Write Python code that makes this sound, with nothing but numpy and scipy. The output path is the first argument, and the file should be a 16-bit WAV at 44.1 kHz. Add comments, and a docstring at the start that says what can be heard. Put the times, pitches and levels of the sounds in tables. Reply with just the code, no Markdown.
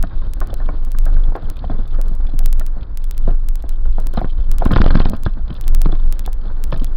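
"""Off-road car on a rough dirt trail

An off-road car crawls along, heard by a small camera inside the cab. The body booms near 22 Hz as a near sine
and overloads the recorder; tyres and engine rumble as shaped noise. Trim knocks, loose fittings rattle and buzz
as struck resonances, a thin hiss comes and goes, and the slamming axle jolts the camera and swings the body.
Now and then the recorder lets a single sample slip towards zero, at times past it."""
import sys
import numpy as np
from scipy import signal
from scipy.fft import rfft, irfft
from scipy.io import wavfile

SR = 44100
rng = np.random.default_rng(int(sys.argv[2]) if len(sys.argv) > 2 else 0)


def to_wav(s):
    """Save 16-bit WAV."""
    ch = np.atleast_2d(s).T  # columns
    pcm = np.round(np.clip(ch, -1, 1) * 32767)  # PCM
    wavfile.write(sys.argv[1], SR, pcm.astype(np.int16))


N = 306936  # length in samples, about 7 s

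# roughness of the track, heard as tyre rumble, and the noise in the cab:
# (time [s], tyre level [dB], cab level [dB])
TRACK = [(0.0, -34.5, -46.5), (0.68, -34, -45.5), (0.85, -35.5, -46.5), (1.61, -31.5, -43),
         (2.05, -37, -49.5), (2.46, -38, -49), (3.08, -38.5, -49), (3.25, -35, -47.5), (3.7, -39.5, -51),
         (4.65, -33.5, -47), (4.81, -22.5, -29), (4.92, -19.5, -35.5), (5.25, -36, -50), (5.46, -40, -47.5),
         (5.76, -31.5, -45), (6.28, -40.5, -49), (6.69, -34, -44), (6.96, -36, -46.5)]
TRACK_REFERENCE_DB = -36  # tyre level that counts as ordinary roughness


def amp(db):
    """Turn decibels into a gain."""
    return 10 ** (np.asarray(db) / 20)


def rms_one(x):
    """Scale a signal to an rms of 1."""
    return x / np.sqrt(np.mean(x ** 2) + 1e-20)


def in_time(rows):
    """Join the rows of a timed table with straight lines: one curve per column, a value per sample."""
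    s, *columns = np.transpose(rows)
    return [np.interp(np.arange(N) / SR, s, column) for column in columns]


def drift(rate_hz):
    """Slow random wandering with a spread of 1: noise smoothed twice, faster for a higher rate."""
    step = 40  # samples between the values that are computed
    r = np.exp(-2 * np.pi * rate_hz * step / SR)
    noise = rng.standard_normal(N // step + 2002)
    slow = signal.lfilter([1], [1, -2 * r, r * r], noise)[2000:]  # drop the filter's start
    return np.interp(np.arange(N) / step, np.arange(len(slow)), rms_one(slow))


def coloured(spectrum):
    """Noise with the given spectrum, scaled to an rms of 1; nearly silent outside the table's ends."""
    hz = np.fft.rfftfreq(N, 1 / SR) + 1e-3  # the small offset avoids log(0)
    points = np.array(spectrum)
    shape_db = np.interp(np.log(hz), np.log(points[:, 0]), points[:, 1], left=-90, right=-90)
    white = rfft(rng.standard_normal(N))
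    return rms_one(irfft(white * amp(shape_db), N))


def ring_settings(hz, t60_s):
    """A decaying sine as a filter: its start gain and feedback, falling by 60 dB in t60_s."""
    r, w = amp(-60 / (t60_s * SR)), 2 * np.pi * hz / SR
    return np.sin(w), [1, -2 * r * np.cos(w), r * r]


def pulses(s, level_db):
    """One single-sample click per event, over a tiny floor that keeps the filters off exact zero."""
    push = np.full(N, 1e-18)
    push[np.round(s * SR).astype(int)] = amp(level_db)
    return push


def slap(push, edge_hz, back_s):
    """A sudden step that creeps back with time constant back_s, its edge softened above edge_hz."""
    step = signal.lfilter([1], [1, -np.exp(-1 / (back_s * SR))], push)
    return signal.sosfilt(signal.butter(2, edge_hz, fs=SR, output="sos"), step)


def strike(times, level_db, modes, vary_db, contact_s, clean):
    """Each blow, a click plus a rough contact that swells and fades, rings every mode at its own strength."""
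    at, out = np.round(np.asarray(times) * SR).astype(int), np.zeros(N)
    vary = rng.normal(0, vary_db, (len(at), len(modes)))
    signs = rng.choice([-1, 1], (len(at), len(modes)))
    fade = np.exp(-1 / (contact_s * SR))
    swell = fade ** 5.1  # the contact swells 5.1 times faster than it fades
    envelope_feedback = np.convolve([1, -fade], [1, -swell])
    for k, (hz, mode_db, t60_s) in enumerate(modes):
        push = np.full(N, 1e-18)
        push[at] = amp(level_db + mode_db + vary[:, k]) * signs[:, k]
        envelope = signal.lfilter([1 - swell], envelope_feedback, push) * np.sqrt(1 - fade ** 2)
        blow = clean * push + envelope * rng.standard_normal(N)
        gain, feedback = ring_settings(hz, t60_s)
        out += signal.lfilter([0, gain], feedback, blow)
    return out


def boom():
    """The body's lowest resonance, a near sine of moving pitch and level, while the axle swings free."""
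    # body boom before and after the main run of slams, two lists: (time [s], pitch [Hz], level [dB])
    before_and_after = [
        [(0.0, 22, -2.5), (0.09, 22.9, -30), (0.18, 22.6, -17.5), (0.27, 19.7, -30), (0.42, 24, -10.5),
         (0.51, 23.7, -28), (0.64, 21.5, -7.5), (0.7, 24, -15.5), (0.82, 20.8, -12), (1.15, 25.4, -8.5),
         (1.3, 22.9, -9), (1.36, 21.8, -23.5), (1.5, 19.5, -13), (1.6, 19.3, -28.5), (1.8, 21.4, -9.5),
         (1.86, 21.6, -18.5), (2.0, 22.5, -6.5), (2.17, 21.6, -20), (2.24, 21.8, -8.5), (2.31, 21.5, -14),
         (2.45, 20.8, -4), (2.72, 21.1, -18), (2.83, 21.2, -42), (3.09, 22.9, -9.5), (3.22, 22, -20),
         (3.3, 23.4, -5), (3.45, 22, -15), (3.53, 23, -8), (3.62, 22, -20), (3.7, 20.7, -9.5),
         (3.91, 19.4, -13.5), (4.12, 20.8, -14.5), (4.26, 21, -19), (4.52, 21.6, -8), (4.66, 22.5, -13)],
        [(5.14, 25, -26.5), (5.33, 23.6, -11), (5.5, 22.5, -36), (5.7, 20.3, -5.5), (5.79, 23, -4.5),
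         (5.92, 21.3, -9.5), (6.06, 21.6, -6), (6.25, 22, -20.5), (6.62, 20.3, -12), (6.76, 19.7, -17.5),
         (6.81, 19.6, -9.5), (6.96, 20, -12.5)],
    ]
    # in between the slams take over the swing: (time [s], pitch [Hz], level [dB])
    during_slams = [(4.7, 22, -40), (5.1, 22, -40)]
    hz, level_db = in_time(np.vstack([before_and_after[0], during_slams, before_and_after[1]]))
    phase = 2 * np.pi * np.cumsum(hz) / SR
    return np.sqrt(2) * amp(level_db) * np.sin(phase)  # sqrt(2) makes the level an rms level


def roughness():
    """How far the track is rougher than ordinary, in dB."""
    return in_time(TRACK)[0] - TRACK_REFERENCE_DB


def road():
    """Three layers of rolling noise; stones make the upper two lumpy, partly in step."""
    # spectra of the deep rumble, the tyres and the cab: (frequency [Hz], relative level per Hz [dB])
    deep_colour = [(5, -26.5), (10, -3.5), (18, 6), (30, -6.5), (45, -3.5), (60, -14.5), (85, -33)]
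    tyre_colour = [(32, -35), (55, -8), (97, -13), (173, -24.5), (350, -30.5), (460, -61.5), (770, -120)]
    cab_colour = [(150, -7), (250, -4.5), (426, -7), (539, -5.5), (655, -10.5), (1050, -11), (1470, -13.5),
                  (2060, -25), (2570, -32), (3120, -34), (4210, -27.5), (4790, -32.5), (5600, -53.5),
                  (7280, -58), (12300, -120)]
    t = np.arange(N) / SR
    tyre_db, cab_db = in_time(TRACK)
    # the deep layer follows a quarter of the roughness and sags by 0.3 dB per second
    deep_db = -19 + 0.25 * roughness() + 3.0 * drift(5) - 0.3 * t
    lumps = drift(9.5)  # shared by tyres and cab
    deep = amp(deep_db) * coloured(deep_colour)
    tyres = amp(tyre_db + 2.5 * lumps + 0.53 * drift(25)) * coloured(tyre_colour)
    cab = amp(cab_db + 2.2 * lumps + 1.6 * drift(60)) * coloured(cab_colour)
    return deep + tyres + cab


def chatter():
    """Each bout is a run of light touches with uneven gaps and strengths, as rows like the loud rattles."""
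    # bouts of chatter from loose fittings: (start [s], length [s], mean strength [dB])
    bouts = [(0.01, .27, -48), (0.458, .2, -48.5), (0.741, .21, -49), (1.028, .2, -51.5), (1.398, .35, -47),
             (1.782, .18, -45), (2.057, .12, -49.5), (2.269, .08, -45), (2.441, .04, -44),
             (2.591, .05, -47), (2.81, .03, -44.5), (3.019, .04, -44), (3.122, .2, -47.5),
             (3.571, .19, -49), (3.852, .22, -49.5), (4.132, .21, -42), (4.38, .1, -47),
             (4.601, .57, -40.5), (5.27, .07, -44), (5.481, .11, -41), (5.934, .11, -43.5),
             (6.132, .14, -48), (6.413, .09, -46), (6.761, .07, -37)]
    mean_gap_s, spread_db = 0.017, 3.0
    rows = []
    for start, length, mean_db in bouts:
        gaps, sizes = rng.uniform(0.4, 1.6, 60), rng.standard_normal(60)
        s = mean_gap_s * (np.cumsum(gaps) - gaps[0])
        rows += list(zip(start + s[s <= length], mean_db + spread_db * sizes))
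    return rows


def fittings():
    """Loose fittings ring when hit: clear rattles over a fine, clumped buzz of small contacts."""
    # loud hits: (time [s], strength [dB])
    loud_hits = [(0.503, -38), (0.661, -40.5), (1.141, -40.5), (1.237, -38.5), (1.356, -36.5), (1.422, -42),
                 (1.569, -40.5), (1.592, -38), (1.649, -40), (1.713, -39), (3.283, -40), (4.16, -40),
                 (4.171, -29), (4.177, -28), (4.191, -34.5), (4.294, -42), (4.656, -23.5), (4.677, -38),
                 (4.715, -23.5), (4.736, -22), (4.751, -26), (4.759, -19.5), (4.775, -13.5), (4.793, -25.5),
                 (4.806, -26), (4.814, -21), (4.842, -27), (4.863, -21), (4.882, -28), (4.907, -23.5),
                 (4.95, -25.5), (4.964, -21.5), (4.973, -27), (4.998, -22), (5.018, -28), (5.053, -24),
                 (5.087, -29), (5.136, -34), (5.166, -43), (5.254, -29), (5.262, -30.5), (5.505, -35),
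                 (5.567, -37.5), (5.639, -34.5), (5.849, -30), (5.859, -32), (5.921, -29), (5.951, -39),
                 (6.079, -39), (6.254, -31), (6.261, -29), (6.72, -28), (6.728, -28), (6.741, -31),
                 (6.762, -35), (6.836, -35), (6.866, -36)]
    # ringing of the fittings: (frequency [Hz], level [dB], time to fall by 60 dB [s])
    fitting_modes = [(2550, -3.5, 0.0088), (3140, 1.5, 0.012), (3455, -1.5, 0.019), (3706, -4, .015),
                     (4096, -3, 0.012), (4570, -9, 0.011), (5070, -15.5, 0.015)]
    s, hit_db = np.transpose(loud_hits + chatter())
    # each contact starts slightly early because it needs time to swell
    clear = strike(s - 0.0008, hit_db - 5, fitting_modes, vary_db=4.0, contact_s=0.0025, clean=0.69)
    contacts_per_s = 150 * amp(3 * drift(10))  # wanders, so the contacts clump
    small = np.flatnonzero(rng.random(N) < contacts_per_s / SR)
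    sizes_db = 4.0 * np.minimum(rng.exponential(1, N), 2)[small]
    buzz = strike(small / SR, sizes_db, fitting_modes, vary_db=2.0, contact_s=0.0011, clean=0.37)
    buzz_db = -65 + 0.69 * roughness()
    return clear + amp(buzz_db) * rms_one(buzz)


def small_knocks():
    """Faint knocks scattered at random moments, as rows like the loud ones."""
    # mean of the faint knocks: (strength [dB], brightness [dB], thud [dB], crunch [dB])
    mean_knock = (-39, -10.5, -33.5, -45.5)
    count, spread_db = 14, 5
    chance = rng.standard_normal((count, len(mean_knock)))
    s = rng.uniform(0, 0.99 * N / SR, count)
    return np.column_stack([s, np.array(mean_knock) + spread_db * chance])


def knocks():
    """Trim panels and floor pan struck on the bumps: dry crack, ringing, thud and a longer crunch."""
    # trim knocking: (time [s], strength [dB], brightness [dB], thud [dB], crunch [dB])
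    loud_knocks = [(0.037, -23.5, -5, -18.5, -48), (0.108, -35, 9, -40, -38), (0.219, -38, -2, -36.5, -45),
                   (0.414, -19, -5, -38, -29), (0.497, -31.5, -3, -30, -43), (0.528, -21.5, -22, -44, -42),
                   (0.601, -34, -1, -32, -36.5), (0.689, -20.5, -6, -19.5, -36),
                   (0.87, -33, -11.5, -28, -51), (0.948, -32.5, 15, -31, -44), (1.064, -24, -9, -30, -32),
                   (1.166, -32, -3, -23.5, -38.5), (1.253, -31, -14, -31, -46),
                   (1.321, -26, -16.5, -40, -46), (1.353, -9.5, -16.5, -41, -21.5),
                   (1.428, -31, -13, -21.5, -44), (1.641, -18.5, -14, -21, -47.5),
                   (1.697, -17, -10.5, -18, -36), (1.716, -23.5, -14.5, -27, -36),
                   (1.743, -40, -11, -25.5, -36.5), (1.788, -32.5, -22, -20.5, -38),
                   (1.943, -37, 14, -36, -41), (1.987, -21.5, -16, -31, -33.5), (2.112, -31, -29, -26, -45),
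                   (2.288, -33, -14, -28, -43), (2.336, -28, -20, -20, -48), (2.402, -29.5, -12, -37, -40),
                   (2.611, -24.5, -7, -40, -40), (2.767, -28.5, -27, -27, -44.6),
                   (3.276, -16, -27, -17, -24), (3.31, -28, -18, -21.5, -44), (3.639, -27, -18, -27, -38),
                   (3.854, -30.5, -11.5, -34.5, -40.5), (3.983, -18, -19, -24, -30.5),
                   (4.137, -28.5, -8, -45, -33.5), (4.174, -10, -9.5, -13.5, -21),
                   (4.215, -13.5, -32, -18.5, -30), (4.244, -25, -6, -19, -37.5),
                   (4.607, -44, -16, -27, -24.5), (4.621, -9, -21, -32, -24.5), (4.656, -13.5, -5, -7, -27),
                   (4.692, -30, -23, -14.5, -34), (4.708, -19, 2, -8.5, -24.5),
                   (4.732, -18, -4.5, -6.5, -33.5), (4.762, -10, 8, -4, -24.5), (4.783, -21, 6, -31, -32),
                   (4.8, -35, -16, -2, -30), (4.817, -12, 11, -3.5, -40), (4.84, -16.5, -10, -29, -24),
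                   (4.863, -8, -17, -13.5, -41), (4.905, -18, 4, -20.5, -43), (4.938, -25, 2, -18.5, -26.5),
                   (4.954, -13, 21, 0.5, -33), (4.976, -28, 5, -23.5, -30.5), (5.004, -16, 3, -19, -31),
                   (5.034, -34, -26, -32, -33), (5.056, -10, -8.5, -6, -29), (5.087, -29, -20, -16.5, -43),
                   (5.105, -37, -23, -14, -33.5), (5.134, -18.5, -5, -10.5, -32),
                   (5.263, -23, 0, -14, -35.5), (5.504, -37, 2, -18.5, -45), (5.741, -33, -26, -27, -53),
                   (5.857, -16, -5, -10, -39), (5.892, -19, -27, -31, -40), (5.926, -25, -11.5, -14.5, -32),
                   (6.276, -21, -16, -26.5, -37.5), (6.451, -36, -15, -30, -47),
                   (6.725, -17, -4.5, -8, -31.5), (6.741, -23, -3.5, -33, -35), (6.761, -30, -21, -23, -40),
                   (6.815, -30, -7, -17, -50)]
    # ringing of the trim panels (dull, then bright), then of floor pan and seats:
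    # (frequency [Hz], level [dB], time to fall by 60 dB [s])
    dull_modes = [(373, -4.5, 0.051), (510, -1, 0.028), (617, -3, 0.025), (681, -0.5, 0.032),
                  (754, 2, 0.021), (870, -7, 0.013)]
    bright_modes = [(1061, 1.5, 0.036), (1241, -2.5, 0.042), (1425, 5.5, 0.015), (1602, -4, 0.032),
                    (1796, -8.5, .03), (2250, -19.5, 0.03)]
    thud_modes = [(75, -4, 0.068), (105.2, 0.5, 0.057), (143.5, 2, 0.053), (192.8, -0.5, 0.065),
                  (238, 0, 0.048), (297, -3, 0.042)]
    s, knock_db, bright_db, thud_db, crunch_db = np.vstack([loud_knocks, small_knocks()]).T
    # brightness above zero weakens the dull modes, below zero the bright ones
    dull_db, sharp_db = -np.maximum(bright_db, 0), np.minimum(bright_db, 0)
    dull = strike(s, knock_db - 9 + dull_db, dull_modes, vary_db=3.0, contact_s=0.0014, clean=0.76)
    bright = strike(s, knock_db - 6.5 + sharp_db, bright_modes, vary_db=3.5, contact_s=0.0021, clean=0.86)
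    # crunch as things settle: long, rough contacts without a click
    crunch = strike(s, crunch_db + 0.5 + 0.34 * dull_db, dull_modes, vary_db=3.0, contact_s=0.018, clean=0)
    crunch += strike(s, crunch_db + 0.5 + 0.52 * sharp_db, bright_modes, vary_db=1.0, contact_s=0.02, clean=0)
    thud = strike(s, thud_db - 8.0, thud_modes, vary_db=3.0, contact_s=0.0068, clean=1.0)
    crack = slap(pulses(s, knock_db - 3.0 + 0.67 * sharp_db), edge_hz=2200, back_s=0.002)
    return dull + bright + crunch + thud + crack


def thin_hiss():
    """Noise in a narrow band, fading in and out."""
    # stretches of hiss: (start [s], length [s], pitch [Hz], level [dB])
    hisses = [(0.075, 0.28, 3720, -62.5), (3.33, 0.14, 4100, -72)]
    width_hz, edge_s = 250, 0.044
    t, out = np.arange(N) / SR, np.zeros(N)
    for start, length, hz, level_db in hisses:
        band_hz = [hz - width_hz / 2, hz + width_hz / 2]
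        band = signal.butter(1, band_hz, "band", fs=SR, output="sos")
        shape = np.clip(np.minimum(t - start, start + length - t) / edge_s, 0, 1)
        noise = rms_one(signal.sosfilt(band, rng.standard_normal(N)))
        out += amp(level_db) * shape * noise
    return out


def slams(body):
    """The axle hits its stops: each slam jolts the camera and throws the body the same way, to ring down."""
    # axle slams: (time [s], jolt [dB], body swing [dB])
    axle_hits = [(4.178, -7, -27), (4.246, -10, -29), (4.664, -6, -4), (4.717, -5, -11), (4.768, 2, -2),
                 (4.818, 8.5, 0), (4.863, 1.5, -0.5), (4.909, -9, -1.5), (4.957, 2.5, -9),
                 (5.003, 0.5, -4.5), (5.058, 1, -7.5), (5.264, -6.5, -33), (5.859, -5, -27),
                 (6.728, -7.5, -38)]
    s, jolt_db, swing_db = np.transpose(axle_hits)
    # the push is downwards, or upwards where the boom is well below zero
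    way = np.ones(N)
    way[body < -0.2] = -1
    gain, feedback = ring_settings(hz=21.47, t60_s=0.27)
    swing = signal.lfilter([0, -gain], feedback, way * pulses(s, swing_db))
    jolt = slap(way * pulses(s, jolt_db), edge_hz=1470, back_s=0.0084)
    return swing - jolt


def scene():
    """Everything in the cab, one channel; the microphone passes no steady pressure."""
    body = boom()
    cab = body + road() + fittings() + knocks() + thin_hiss() + slams(body)
    no_steady = signal.butter(1, 4, "high", fs=SR, output="sos")
    return signal.sosfilt(no_steady, cab)[None, :]


def record(dry):
    """Hard overload, a narrow-band sound path, slipped samples, then the top is cut."""
    # bursts of slipped samples: (start [s], list with the size of each slip [dB])
    slip_bursts = [(0.0276, [-7.5]), (0.336, [-11.5, -13.5, -21.5, -12]), (0.8499, [-20, -15, -8.5, -14.5]),
                   (1.3638, [-29.5, -38, -11.5, -30]), (1.8776, [-29, -44, -11.5, -22, -26.5]),
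                   (2.3915, [-5, -3, -7, -9, -14]), (2.974, [-10.5, -17.5, -9, -12.5]),
                   (3.4877, [-9.5, -12, -24.5, -13]), (4.0018, [-20, -9.5, -19, -33]),
                   (4.5157, [-7, -9.5, -13.5, -16.5]), (5.098, [-10, -25.5, -14.5]),
                   (5.5433, [-31.5, -12.5, -5, -3, -3]), (6.1256, [-7.5, -8.5, -11, -15]),
                   (6.6397, [-6.5, -30, -23, -8])]
    overload, slip_gap_s = 0.7, 0.06851  # largest sample value; even pace within a burst
    flat = np.clip(dry, -overload, overload)
    narrow = signal.sosfilt(signal.butter(8, 5210, fs=SR, output="sos"), flat)
    out = narrow + amp(-15.5) * (flat - narrow)  # a little of the overload's edge passes
    slips = []
    for start, sizes in slip_bursts:
        slips += [(start + k * slip_gap_s, db) for k, db in enumerate(sizes)]
    s, size_db = np.transpose(slips)
    at = np.round(s * SR).astype(int)
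    out[0, at] -= np.sign(out[0, at]) * amp(size_db)
    top_cut = signal.cheby2(10, 25, 16800, fs=SR, output="sos")
    return signal.sosfiltfilt(top_cut, out)  # run forwards and backwards


dry = scene()
out = record(dry)
to_wav(out)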